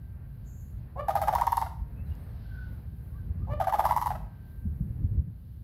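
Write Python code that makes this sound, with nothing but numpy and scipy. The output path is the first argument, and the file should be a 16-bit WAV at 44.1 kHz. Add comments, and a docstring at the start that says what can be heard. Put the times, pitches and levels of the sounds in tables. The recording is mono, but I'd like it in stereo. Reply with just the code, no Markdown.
"""Crane duet across a lawn

Two cranes rattle in duet twice. A low held note opens each call; double pulses follow, mellow beats near
790 Hz and raspy beats near 920 Hz overlapping, over soft low beats: swept tones, harmonic stacks, coloured noise.
Trees and a house wall return the calls as dying noise. Wind buffets two microphone ports with low turbulence,
leaves hiss as filtered noise, an insect buzzes once, and gliding sines give far bird notes.
A thin tone wavers near 1567 Hz and one small tick sounds."""
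import sys
import numpy as np
from scipy import signal
from scipy.fft import rfft, irfft
from scipy.io import wavfile

SR = 44100
rng = np.random.default_rng(int(sys.argv[2]) if len(sys.argv) > 2 else 0)


def int16_out(signal):
    """Quantize to a 16-bit WAV file."""
    q = np.round(np.clip(np.atleast_2d(signal).T, -1, 1) * 32767)
    wavfile.write(sys.argv[1], SR, q.astype(np.int16))


N = 248283
T = np.arange(N) / SR
SIDES = np.array([[.5], [-.5]])   # shares a left-right difference between the two ports

# Cranes' mellow and raspy rattle beats, each a double pulse: kind, first_top_s, peak_db, pitch_hz,
# rasp_db (before the mix), second_after_ms, second_db (re first)
RATTLE_BEATS = [("mellow 1", 1.0865, -17.5, 800, -37, 8.3, 3),
                ("mellow 1", 1.1562, -15.5, 809, -35, 8.1, 0.7),
                ("mellow 1", 1.2184, -19.5, 800, -34, 7.8, 0.99),
                ("mellow 1", 1.2763, -22.5, 810, -40.5, 8.1, 5),
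                ("raspy 1", 1.2855, -24, 880, -38.5, 6.3, 8),
                ("mellow 1", 1.3289, -21.5, 765, -41.5, 8.42, 3),
                ("raspy 1", 1.3533, -19.5, 930, -27, 6.28, 6),
                ("mellow 1", 1.3857, -24.5, 800, -46, 15.4, 0.2),
                ("raspy 1", 1.4142, -18.5, 925, -29, 6.3, 5.6),
                ("raspy 1", 1.4707, -18, 908, -29.5, 6.24, 5.1),
                ("raspy 1", 1.5235, -19.5, 920, -28.5, 5.8, 6.2),
                ("raspy 1", 1.5724, -19.5, 911, -26, 6.64, 5.5),
                ("raspy 1", 1.6175, -21.5, 880, -35, 7.1, 5.4),
                ("mellow 2", 3.6038, -19, 782, -43.5, 9.5, 2.2),
                ("mellow 2", 3.6736, -18, 774, -44, 9.7, 0.71), ("raspy 2", 3.7265, -19, 900, -41, 9.95, 2),
                ("mellow 2", 3.7431, -20.5, 780, -44.5, 6.5, 0.1),
                ("mellow 2", 3.7882, -24, 753, -44, 9.5, -8),
                ("raspy 2", 3.7953, -13, 873, -38.5, 10.9, -2.5),
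                ("mellow 2", 3.843, -22.5, 774, -42.5, 9.5, -7.5),
                ("raspy 2", 3.856, -15, 945, -34, 9, -0.7), ("mellow 2", 3.8922, -24.5, 821, -43, 9.3, -10),
                ("raspy 2", 3.9117, -13, 945, -36.5, 10.8, -2.3),
                ("raspy 2", 3.9657, -14.5, 945, -33, 9.6, -1.2),
                ("raspy 2", 4.0165, -21, 945, -36, 9.2, 2.2),
                ("raspy 2", 4.0618, -17.5, 940, -35, 9.3, 0.1),
                ("raspy 2", 4.1066, -20, 816, -48.5, 9.5, -4)]
# What a kind of beat shares within call 1 or 2: first_width_ms and second_width_ms (before widening),
# first_left_right_db, second_left_right_db, second_shift_hz, second_rasp_db (re first),
# third_db (faint third pulse, re second), rasp_width_ms
BEAT_KINDS = {"mellow 1": (6, 6.0, 2, 1.5, -15, -2.5, -9, 5.5),
              "raspy 1": (5.5, 4.6, -0.5, 1, 40, -15, -11, 3.5),
              "mellow 2": (7, 7, 3, 5.5, -12, -3, -24.5, 8.5),
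              "raspy 2": (5, 4.5, -2, -0.5, 35, 0.1, -5.5, 4.5)}
# Faint third pulse: delay after the second, width, rasp re second
THIRD_AFTER_S, THIRD_MS, THIRD_RASP_DB = .0068, 2.6, -7
# Overtone level for a 0 dB peak, before the trims; loud pulses are purer (dB per dB)
OVERTONE_DB, OVERTONE_SLOPE = -28, -.6

# Soft low beats, with a faint return closing each call: start_s (the top comes 4.4 ms later),
# second_partial_peak_db, second_partial_hz, first_partial_db (re second)
LOW_BEATS = [(1.104, -32, 1230, -1.5), (1.1722, -32, 1235, -5.5), (1.233, -33, 1260, 1),
             (1.278, -30, 1190, -6.5), (1.333, -33.5, 1170, -8.5), (1.383, -33.5, 1320, -7.5),
             (1.431, -37.5, 1234, 0), (1.661, -43, 1398, 7.5), (3.6197, -34.5, 1237, 1),
             (3.6404, -34.5, 1180, -15.5), (3.693, -32.5, 1180, -14), (3.753, -35, 1250, -18),
             (3.7943, -30.5, 1211, -5), (3.849, -30.5, 1184, -1), (3.896, -34, 1340, 3),
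             (4.152, -42, 1301, 5)]
# Two low held notes: second_partial_db (re first), then rows of time_s, level_db (before flutter)
HELD_NOTES = [(-1, [(0.956, -59.5), (0.976, -46), (1.0, -38.5), (1.018, -43), (1.03, -49), (1.06, -55.5),
              (1.08, -50.5)]), (-6, [(3.471, -60), (3.486, -53), (3.497, -47.5), (3.519, -42),
              (3.537, -38.5), (3.552, -54), (3.6, -50)])]
# Partials 3 to 8 of the low voice: level_db (re first, before a trim)
UPPER_PARTIALS_DB = [-15, -18, -20, -28, -30, -33]
# The held note's pitch climbs and settles
OPEN_FROM_HZ, OPEN_TO_HZ, OPEN_RISE_S = 500, 597, .033
# A croak early in the held note over a faint rest: peak, top after the start, width, rest
CROAK_DB, CROAK_TOP_S, CROAK_WIDTH_S, CROAK_REST_DB = -39, .016, .03, -52

# Noise colours of the voices: pitch_hz, relative_db (per Hz)
THROAT_COLOUR = [(500, -13), (1050, 2.5), (1400, -1), (2100, -7), (2500, -24.5), (3000, -16.5),
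                 (4500, -23.5), (7000, -37)]   # breath in the voice
RASP_COLOUR = [(2000, -48.5), (3500, -12.5), (5000, -9.5), (8000, -20), (9700, -15), (12200, 0.5),
               (14300, -18), (16200, -9.5)]
CROAK_COLOUR = [(450, -38), (650, 5.5), (800, 11.5), (1000, 1), (1500, -42), (3000, -61)]   # throaty start of the held note
# Port balance: voice noise leans right at low pitches and left at high ones: pitch_hz, left_right_db
VOICE_BALANCE = [(500, -7), (1300, -10.5), (2400, 17.5), (4400, 12.5), (8000, 24.5), (15000, 12)]
# Returns from trees and wall: pitch_hz, t60_s, relative_db
ECHO_BANDS = [(500, 0.48, 7), (756, 0.39, -1.5), (1000, 0.46, 1), (1510, 0.52, 0), (3900, 0.42, 3.5),
              (12000, 0.42, -1.5)]

# Single blows of wind on a port: top_s, peak_db, pitch_hz, width_ms, left_right_db
WIND_BLOWS = [(1.58, -35, 59, 23, 7), (1.82, -26, 58, 21, 0.5), (2.1, -29, 74.5, 38, -12),
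              (3.31, -26, 80, 22, 6), (3.39, -28, 70, 20, 10), (4.66, -30, 200, 14, -10),
              (4.676, -20, 75.4, 21, -3), (4.811, -25, 161, 11, 14), (4.825, -26.5, 65.4, 26, -11.5),
              (5.125, -26, 106.7, 22, 11.5), (5.201, -25, 98, 23.6, 11.5), (5.28, -33, 150, 12, -8)]
# Far bird notes: start_s, top_s, end_s, start_hz, top_hz, end_hz, level_db (at the top, before blur), left_right_db
FAR_NOTES = [(1.96, 1.98, 2.09, 2520, 2570, 2800, -61, -2), (2.055, 2.07, 2.11, 4100, 4000, 3850, -63, 5),
             (2.10, 2.12, 2.17, 2790, 2820, 2870, -55, 0), (2.13, 2.23, 2.43, 8600, 8740, 8150, -78, 8),
             (2.44, 2.595, 2.78, 1550, 1505, 1450, -50.5, -5),
             (3.11, 3.16, 3.22, 1060, 1150, 1220, -63, -5), (3.16, 3.19, 3.27, 1600, 1570, 1470, -61, -5),
             (3.38, 3.44, 3.48, 1120, 1220, 1270, -58, -5)]
# Spread of the blur in Hz, then how far below the top a note starts and ends
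NOTE_BLUR_HZ, NOTE_RISE_DB, NOTE_FALL_DB = 70, 18, 20
# Insect's attack, hold and release: time_s, level_db (of the main resonance)
INSECT_LEVEL = [(0.43, -105), (0.47, -73.5), (0.61, -73.5), (0.8, -97)]
# Thin wavering tone: time_s, level_db
WHINE_LEVEL = [(0, -73.5), (.9, -86), (1.8, -80), (3.0, -78), (3.45, -86), (4.15, -72), (4.6, -70),
               (5.0, -89.5)]
TICK_S, TICK_DB = 2.153, -55   # top and level before dulling

# Strength of the wind on the ports: time_s, level_db (before lumps and sway)
WIND_LEVEL = [(0.0, -42.5), (0.85, -40), (1.2, -37.5), (1.7, -39.5), (2.1, -36), (2.25, -39.5), (3.17, -39),
              (3.3, -33), (3.5, -32), (3.67, -38.5), (4.2, -36.5), (4.35, -43), (4.62, -41), (4.68, -31),
              (4.77, -37), (4.83, -31), (5.2, -29), (5.3, -35), (5.36, -45), (5.63, -42)]
# Wind turbulence: pitch_hz, relative_db (per Hz)
WIND_COLOUR = [(13, -37.5), (22, -30.5), (54, 4), (103, -0.5), (132, -4), (216, -15.5), (286, -26),
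               (420, -34), (550, -40), (920, -120)]
# The ports hear alike in calm and apart in stiff wind; spread and mean of the left-right sway
CALM_DB, STIFF_DB, SWAY_DB, LEAN_DB = -43.5, -30, 5, 2
# Leaves and far noise, before flicker: time_s, murmur_db, rustle_db, hiss_db
AIR_LEVELS = [(0.0, -65.5, -81, -72.5), (1.9, -64, -79, -71), (2.04, -62.5, -82, -70),
              (2.1, -58.5, -71.5, -64.5), (2.4, -62, -70.5, -71.5), (2.66, -61.5, -68.5, -71),
              (2.74, -59.5, -73.5, -67.5), (2.86, -63, -78.5, -70), (3.04, -63, -76.5, -66.5),
              (3.3, -62, -78, -73), (4.35, -63, -81, -73.5), (4.6, -63.5, -80, -66.5),
              (5.17, -66.5, -81, -74), (5.34, -70.5, -81, -76.5), (5.63, -69, -80, -70.5)]
# Colours of the air layers: pitch_hz, relative_db (per Hz)
MURMUR_COLOUR = [(160, -33.5), (280, -13), (660, -14), (980, -19), (1230, -21.5), (1620, -21.5),
                 (1660, -21), (2800, -32.5), (3640, -65.5), (6160, -120)]
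RUSTLE_COLOUR = [(2000, -27.5), (2600, -7), (3000, -3), (3500, -6), (4000, -3.5), (4800, -7.5),
                 (6500, -24.5), (9000, -49.5)]
HISS_COLOUR = [(3820, -38.5), (6500, -22), (7490, -24.5), (8690, -19), (9600, -12.5), (12100, -0.5),
               (15200, -9), (16200, -15)]
# Port balance of the air: pitch_hz, left_right_db
AIR_BALANCE = [(60, 3), (180, 0), (550, 0), (1650, 6), (4970, 11.5), (15000, 2.5)]

PORT_LAG = 6   # samples by which the right port hears later
CUTOFF_HZ = 16500


def amp(db):
    """dB to gain."""
    return 10 ** (np.asarray(db) / 20)


def rms_one(x):
    """Scale to rms 1."""
    return x / np.sqrt(np.mean(x ** 2) + 1e-20)


def in_time(rows):
    """Columns of a timed table joined by straight lines."""
    time_s, *columns = np.transpose(rows)
    return [np.interp(T, time_s, column) for column in columns]


def at_hz(points):
    """A pitch table joined along log frequency on the FFT grid."""
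    hz, value = np.transpose(points)
    grid_hz = np.arange(N // 2 + 1) * SR / N
    return np.interp(np.log(grid_hz + 1), np.log(hz), value)


def colour(x, spectrum, balance=((100, 0), (200, 0))):
    """Stereo filter from a spectrum and a left-right balance; rms 1."""
    gain = amp(at_hz(spectrum) + SIDES * at_hz(balance))
    return rms_one(irfft(rfft(x) * gain, N))


def band_pass(x, order, low_hz, high_hz):
    """Butterworth band of a sound."""
    return signal.sosfilt(signal.butter(order, [low_hz, high_hz], "band", fs=SR, output="sos"), x)


def drift(rate_hz):
    """Random wander below rate_hz, of rms 1."""
    sos = signal.butter(2, rate_hz, fs=SR, output="sos")
    settle = SR // 2
    return rms_one(signal.sosfilt(sos, rng.standard_normal(N + settle))[settle:])


def hump(top_s, width_s, rise=0.83):
    """Sample span and bell, width at half height; rise under 1 makes the attack steeper than the release."""
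    span = slice(int((top_s - 2 * width_s) * SR), int((top_s + 3 * width_s) * SR))
    t = T[span] - top_s
    side_width = width_s * np.where(t < 0, rise, 2 - rise)
    return span, np.exp(-np.log(16) * (t / side_width) ** 2)


def breath(envelope, spectrum, balance):
    """Turbulent air: coloured noise under an envelope, partly shared by the ports, at the envelope's rms."""
    shared = rng.standard_normal(N)
    noise = .5 * shared + .85 * rng.standard_normal((2, N))
    return np.sqrt(np.mean(envelope ** 2)) * colour(envelope * noise, spectrum, balance)


def pulses():
    """Each beat as three pulses, in time order: s, dB, Hz, ms, overtone dB, rasp dB, left-right dB, rasp ms."""
    rows = []
    for kind, s, db, hz, rasp_db, gap_ms, second_db in RATTLE_BEATS:
        ms1, ms2, pan1, pan2, shift_hz, rasp2_db, third_db, rasp_ms = BEAT_KINDS[kind]
        second_s = s + gap_ms / 1000
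        second_rasp_db = rasp_db + rasp2_db
        rows += [(s, db, hz, ms1, rasp_db, pan1, rasp_ms),
                 (second_s, db + second_db, hz + shift_hz, ms2, second_rasp_db, pan2, rasp_ms),
                 (second_s + THIRD_AFTER_S, db + second_db + third_db, hz, THIRD_MS,
                  second_rasp_db + THIRD_RASP_DB, (pan1 + pan2) / 2, rasp_ms)]
    return sorted((s, db, hz, ms, OVERTONE_DB + OVERTONE_SLOPE * db, *rest) for s, db, hz, ms, *rest in rows)


def rattle(widen, fall_hz_per_s, clean_db, throat_db, rasp_lead_s):
    """Phase runs on through both cranes' mellow and raspy beats; pulses open it for a few falling cycles."""
    tone, puffs, air_flow = np.zeros((2, N)), np.zeros(N), np.zeros(N)
    rows = pulses()
    s_all, _, hz_all = np.transpose(rows)[:3]
    phase = 2 * np.pi * np.cumsum(np.interp(T, s_all, hz_all)) / SR
    for s, db, hz, ms, over_db, rasp_db, pan_db, rasp_ms in rows:
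        span, bell = hump(s, widen * ms / 1000, rise=0.7)
        # the membrane slackens during a beat
        turn = phase[span] - np.pi * fall_hz_per_s * (T[span] - s) ** 2
        # overtones lead the tone by about 1 ms and are shorter
        early = np.roll(bell, -SR // 1000) ** 2.5
        partials = np.sin(2 * turn) + amp(-8.5) * np.sin(3 * turn) + amp(-16.0) * np.sin(4 * turn)
        overtones = amp(over_db + clean_db) * partials
        tone[:, span] += amp(db + SIDES * pan_db) * (bell * np.sin(turn) + early * overtones)
        air_flow[span] += amp(db + over_db + throat_db) * bell
        span, bell = hump(s - rasp_lead_s, rasp_ms / 1000, rise=.5)
        puffs[span] += amp(rasp_db) * bell * (1 + np.cos(phase[span]))   # one puff a cycle
    voice = tone + breath(air_flow, THROAT_COLOUR, VOICE_BALANCE)
    return voice, breath(puffs, RASP_COLOUR, VOICE_BALANCE)


def low_voice(phase, second_db, upper_db):
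    """Harmonic stack of a low note: eight partials of one vibration."""
    levels = [0, second_db] + [db + upper_db for db in UPPER_PARTIALS_DB]
    return sum(amp(db) * np.sin((k + 1) * phase + k * k) for k, db in enumerate(levels))


def low_notes(width_s, flutter_db, throat_db, rasp_db, pan_db):
    """Harmonic voice: a held, fluttering note with a noisy croak in it, then soft, breathy beats."""
    voice, air_flow, croak = np.zeros(N), np.zeros(N), np.zeros(N)
    for second_db, rows in HELD_NOTES:
        start_s, end_s = rows[0][0], rows[-1][0]
        on = (T > start_s) & (T < end_s)
        since = np.maximum(T - start_s, 0)
        hz = OPEN_TO_HZ - (OPEN_TO_HZ - OPEN_FROM_HZ) * np.exp(-(since / OPEN_RISE_S) ** 2)
        phase = 2 * np.pi * np.cumsum(hz * (1 + .018 * drift(45))) / SR
        upper_db = -8 * np.exp(-((T - start_s) / .03) ** 2)   # upper partials come in late
        level = on * amp(in_time(rows)[0] + flutter_db * drift(69.6))
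        voice += np.sqrt(2) * level * low_voice(phase, second_db, upper_db)
        air_flow += amp(-13) * level
        croak += on * amp(CROAK_REST_DB)
        span, bell = hump(start_s + CROAK_TOP_S, CROAK_WIDTH_S, rise=.6)
        croak[span] += on[span] * amp(CROAK_DB) * bell
    for s, db, second_hz, first_db in LOW_BEATS:
        span, bell = hump(s + 0.0044, width_s)
        phase = np.pi * second_hz * T[span]   # the first partial lies an octave below the second
        voice[span] += amp(db + first_db) * bell * low_voice(phase, -first_db, -1.0)
        air_flow[span] += amp(db) * bell
    voice += breath(croak, CROAK_COLOUR, VOICE_BALANCE)[0]   # same croak at both ports
    throat = amp(throat_db) * breath(air_flow, THROAT_COLOUR, VOICE_BALANCE)
    rasp = amp(rasp_db) * breath(air_flow, RASP_COLOUR, VOICE_BALANCE)
    return voice * amp(SIDES * pan_db) + throat + rasp


def echoes(x, onset_s, alike):
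    """Dense returns from trees and walls: noise dying band by band, partly shared by both ports."""
    t = T[:SR]
    shared, tail = rng.standard_normal(SR), np.zeros((2, SR))
    noise = alike * shared + np.sqrt(1 - min(alike, .99) ** 2) * rng.standard_normal((2, SR))
    edges = 300 * 2 ** np.arange(0, 6.1, .5)   # half octaves
    hz, t60, db = np.transpose(ECHO_BANDS)
    for k, (low, high) in enumerate(zip(edges, edges[1:])):
        band = band_pass(np.roll(noise, 999 * k, axis=1), 2, low, high)
        centre = np.sqrt(low * high)
        tail += band * amp(np.interp(centre, hz, db) - 60 * t / np.interp(centre, hz, t60))
    tail *= 1 - np.exp(-(t / onset_s) ** 2)
    tail /= np.sqrt(np.sum(tail ** 2) / 2)   # unit energy, averaged over the ports
    return signal.fftconvolve(x, tail, axes=1)[:, :N]


def buffets():
    """Each blow swings the port membrane for a cycle or two."""
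    out = np.zeros((2, N))
    for s, db, hz, ms, pan_db in WIND_BLOWS:
        span, bell = hump(s, ms / 1000)
        swing = np.cos(2 * np.pi * hz * (T[span] - s))
        out[:, span] += amp(db + SIDES * pan_db) * bell * swing
    return out


def far_birds():
    """Gliding whistles blurred by the leaves they pass through."""
    out = np.zeros((2, N))
    for start, top, end, from_hz, top_hz, to_hz, db, pan_db in FAR_NOTES:
        span = slice(int(start * SR), int(end * SR))
        t, corners = T[span], [start, top, end]
        swell = amp(np.interp(t, corners, [db - NOTE_RISE_DB, db, db - NOTE_FALL_DB]))
        phase = 2 * np.pi * np.cumsum(np.interp(t, corners, [from_hz, top_hz, to_hz])) / SR
        # random wander of strength and phase
        blur = .9 + .4 * (drift(NOTE_BLUR_HZ) + 1j * drift(NOTE_BLUR_HZ))[span]
        whistle = np.sqrt(2) * np.imag(blur * np.exp(1j * phase))
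        out[:, span] += amp(SIDES * pan_db) * swell * whistle
    return out


def insect(low_hz, high_hz, overtone_db, pan_db):
    """One burst of wing clicks so dense they are noise, in a broad resonance with a weak band near its octave."""
    on = (T > INSECT_LEVEL[0][0]) & (T < INSECT_LEVEL[-1][0])
    noise = rng.standard_normal((2, N))
    resonance = rms_one(band_pass(noise, 4, low_hz, high_hz))
    overtone = rms_one(band_pass(noise, 4, 11700, 13500))
    level = on * amp(in_time(INSECT_LEVEL)[0] + SIDES * pan_db)
    return level * (resonance + amp(overtone_db) * overtone)


def whine(hz, pan_db):
    """A thin sine whose pitch wavers by a few Hz."""
    phase = 2 * np.pi * np.cumsum(hz + 4 * drift(15)) / SR
    return amp(in_time(WHINE_LEVEL)[0] + SIDES * pan_db) * np.sqrt(2) * np.sin(phase)


def tick():
    """One small dry click: a very short noise burst, dulled a little."""
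    span, bell = hump(TICK_S, 0.0006)
    out = np.zeros((2, N))
    out[:, span] = amp(TICK_DB + SIDES * 9.5) * bell * rng.standard_normal(len(bell))
    return signal.lfilter([1], [1, -.6], out)


def wind(lumpy_db):
    """Low turbulence, lumpy, swaying between the ports and more separate the harder it blows."""
    db, = in_time(WIND_LEVEL)
    common = np.clip((STIFF_DB - db) / (STIFF_DB - CALM_DB), 0, 1)
    lumps = amp(lumpy_db * np.array([drift(12), drift(12)]))
    own = colour(rng.standard_normal((2, N)), WIND_COLOUR) * lumps
    both = colour(rng.standard_normal(N), WIND_COLOUR)
    sway_db = LEAN_DB + SWAY_DB * drift(8.5)
    return amp(db + SIDES * sway_db) * (np.sqrt(common) * both + np.sqrt(1 - common) * own)


def air(patchy_db):
    """Far murmur, leaf rustle and bright hiss: coloured noises, each flickering a little."""
    murmur_db, rustle_db, hiss_db = in_time(AIR_LEVELS)
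    shared = rng.standard_normal(N)
    # level, colour, share of noise common to both ports
    layers = [(murmur_db, MURMUR_COLOUR, .8), (rustle_db, RUSTLE_COLOUR, 0), (hiss_db, HISS_COLOUR, 0)]
    out = np.zeros((2, N))
    for db, spectrum, alike in layers:
        noise = rng.standard_normal((2, N)) + alike * shared
        out += amp(db + patchy_db * drift(2.67)) * colour(noise, spectrum, AIR_BALANCE)
    return out


def scene():
    """Cranes with their returns over wind, far birds, small sounds and air."""
    tone, rasp = rattle(widen=0.93, fall_hz_per_s=23200, clean_db=-2.0, throat_db=-2, rasp_lead_s=.002)
    low = low_notes(width_s=0.011, flutter_db=3.5, throat_db=-5, rasp_db=-16, pan_db=4.5)
    direct = tone + low + amp(-6) * rasp
    sent = amp(-9.0) * tone + amp(-9) * low + amp(-10) * rasp
    returns = echoes(sent, onset_s=0.0045, alike=0.73)
    small = far_birds() + insect(6350, 7440, overtone_db=-7.5, pan_db=24.5) + whine(1567, pan_db=-5.0) + tick()
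    return direct + returns + buffets() + small + wind(lumpy_db=3.0) + air(patchy_db=1.63)


def record(dry):
    """Two microphone ports: the right one hears a little later; the top is cut."""
    spaced = np.array([dry[0], np.roll(dry[1], PORT_LAG)])
    top_cut = signal.cheby2(16, 70, CUTOFF_HZ, fs=SR, output="sos")
    return signal.sosfilt(top_cut, spaced)


dry = scene()
out = record(dry)
int16_out(out)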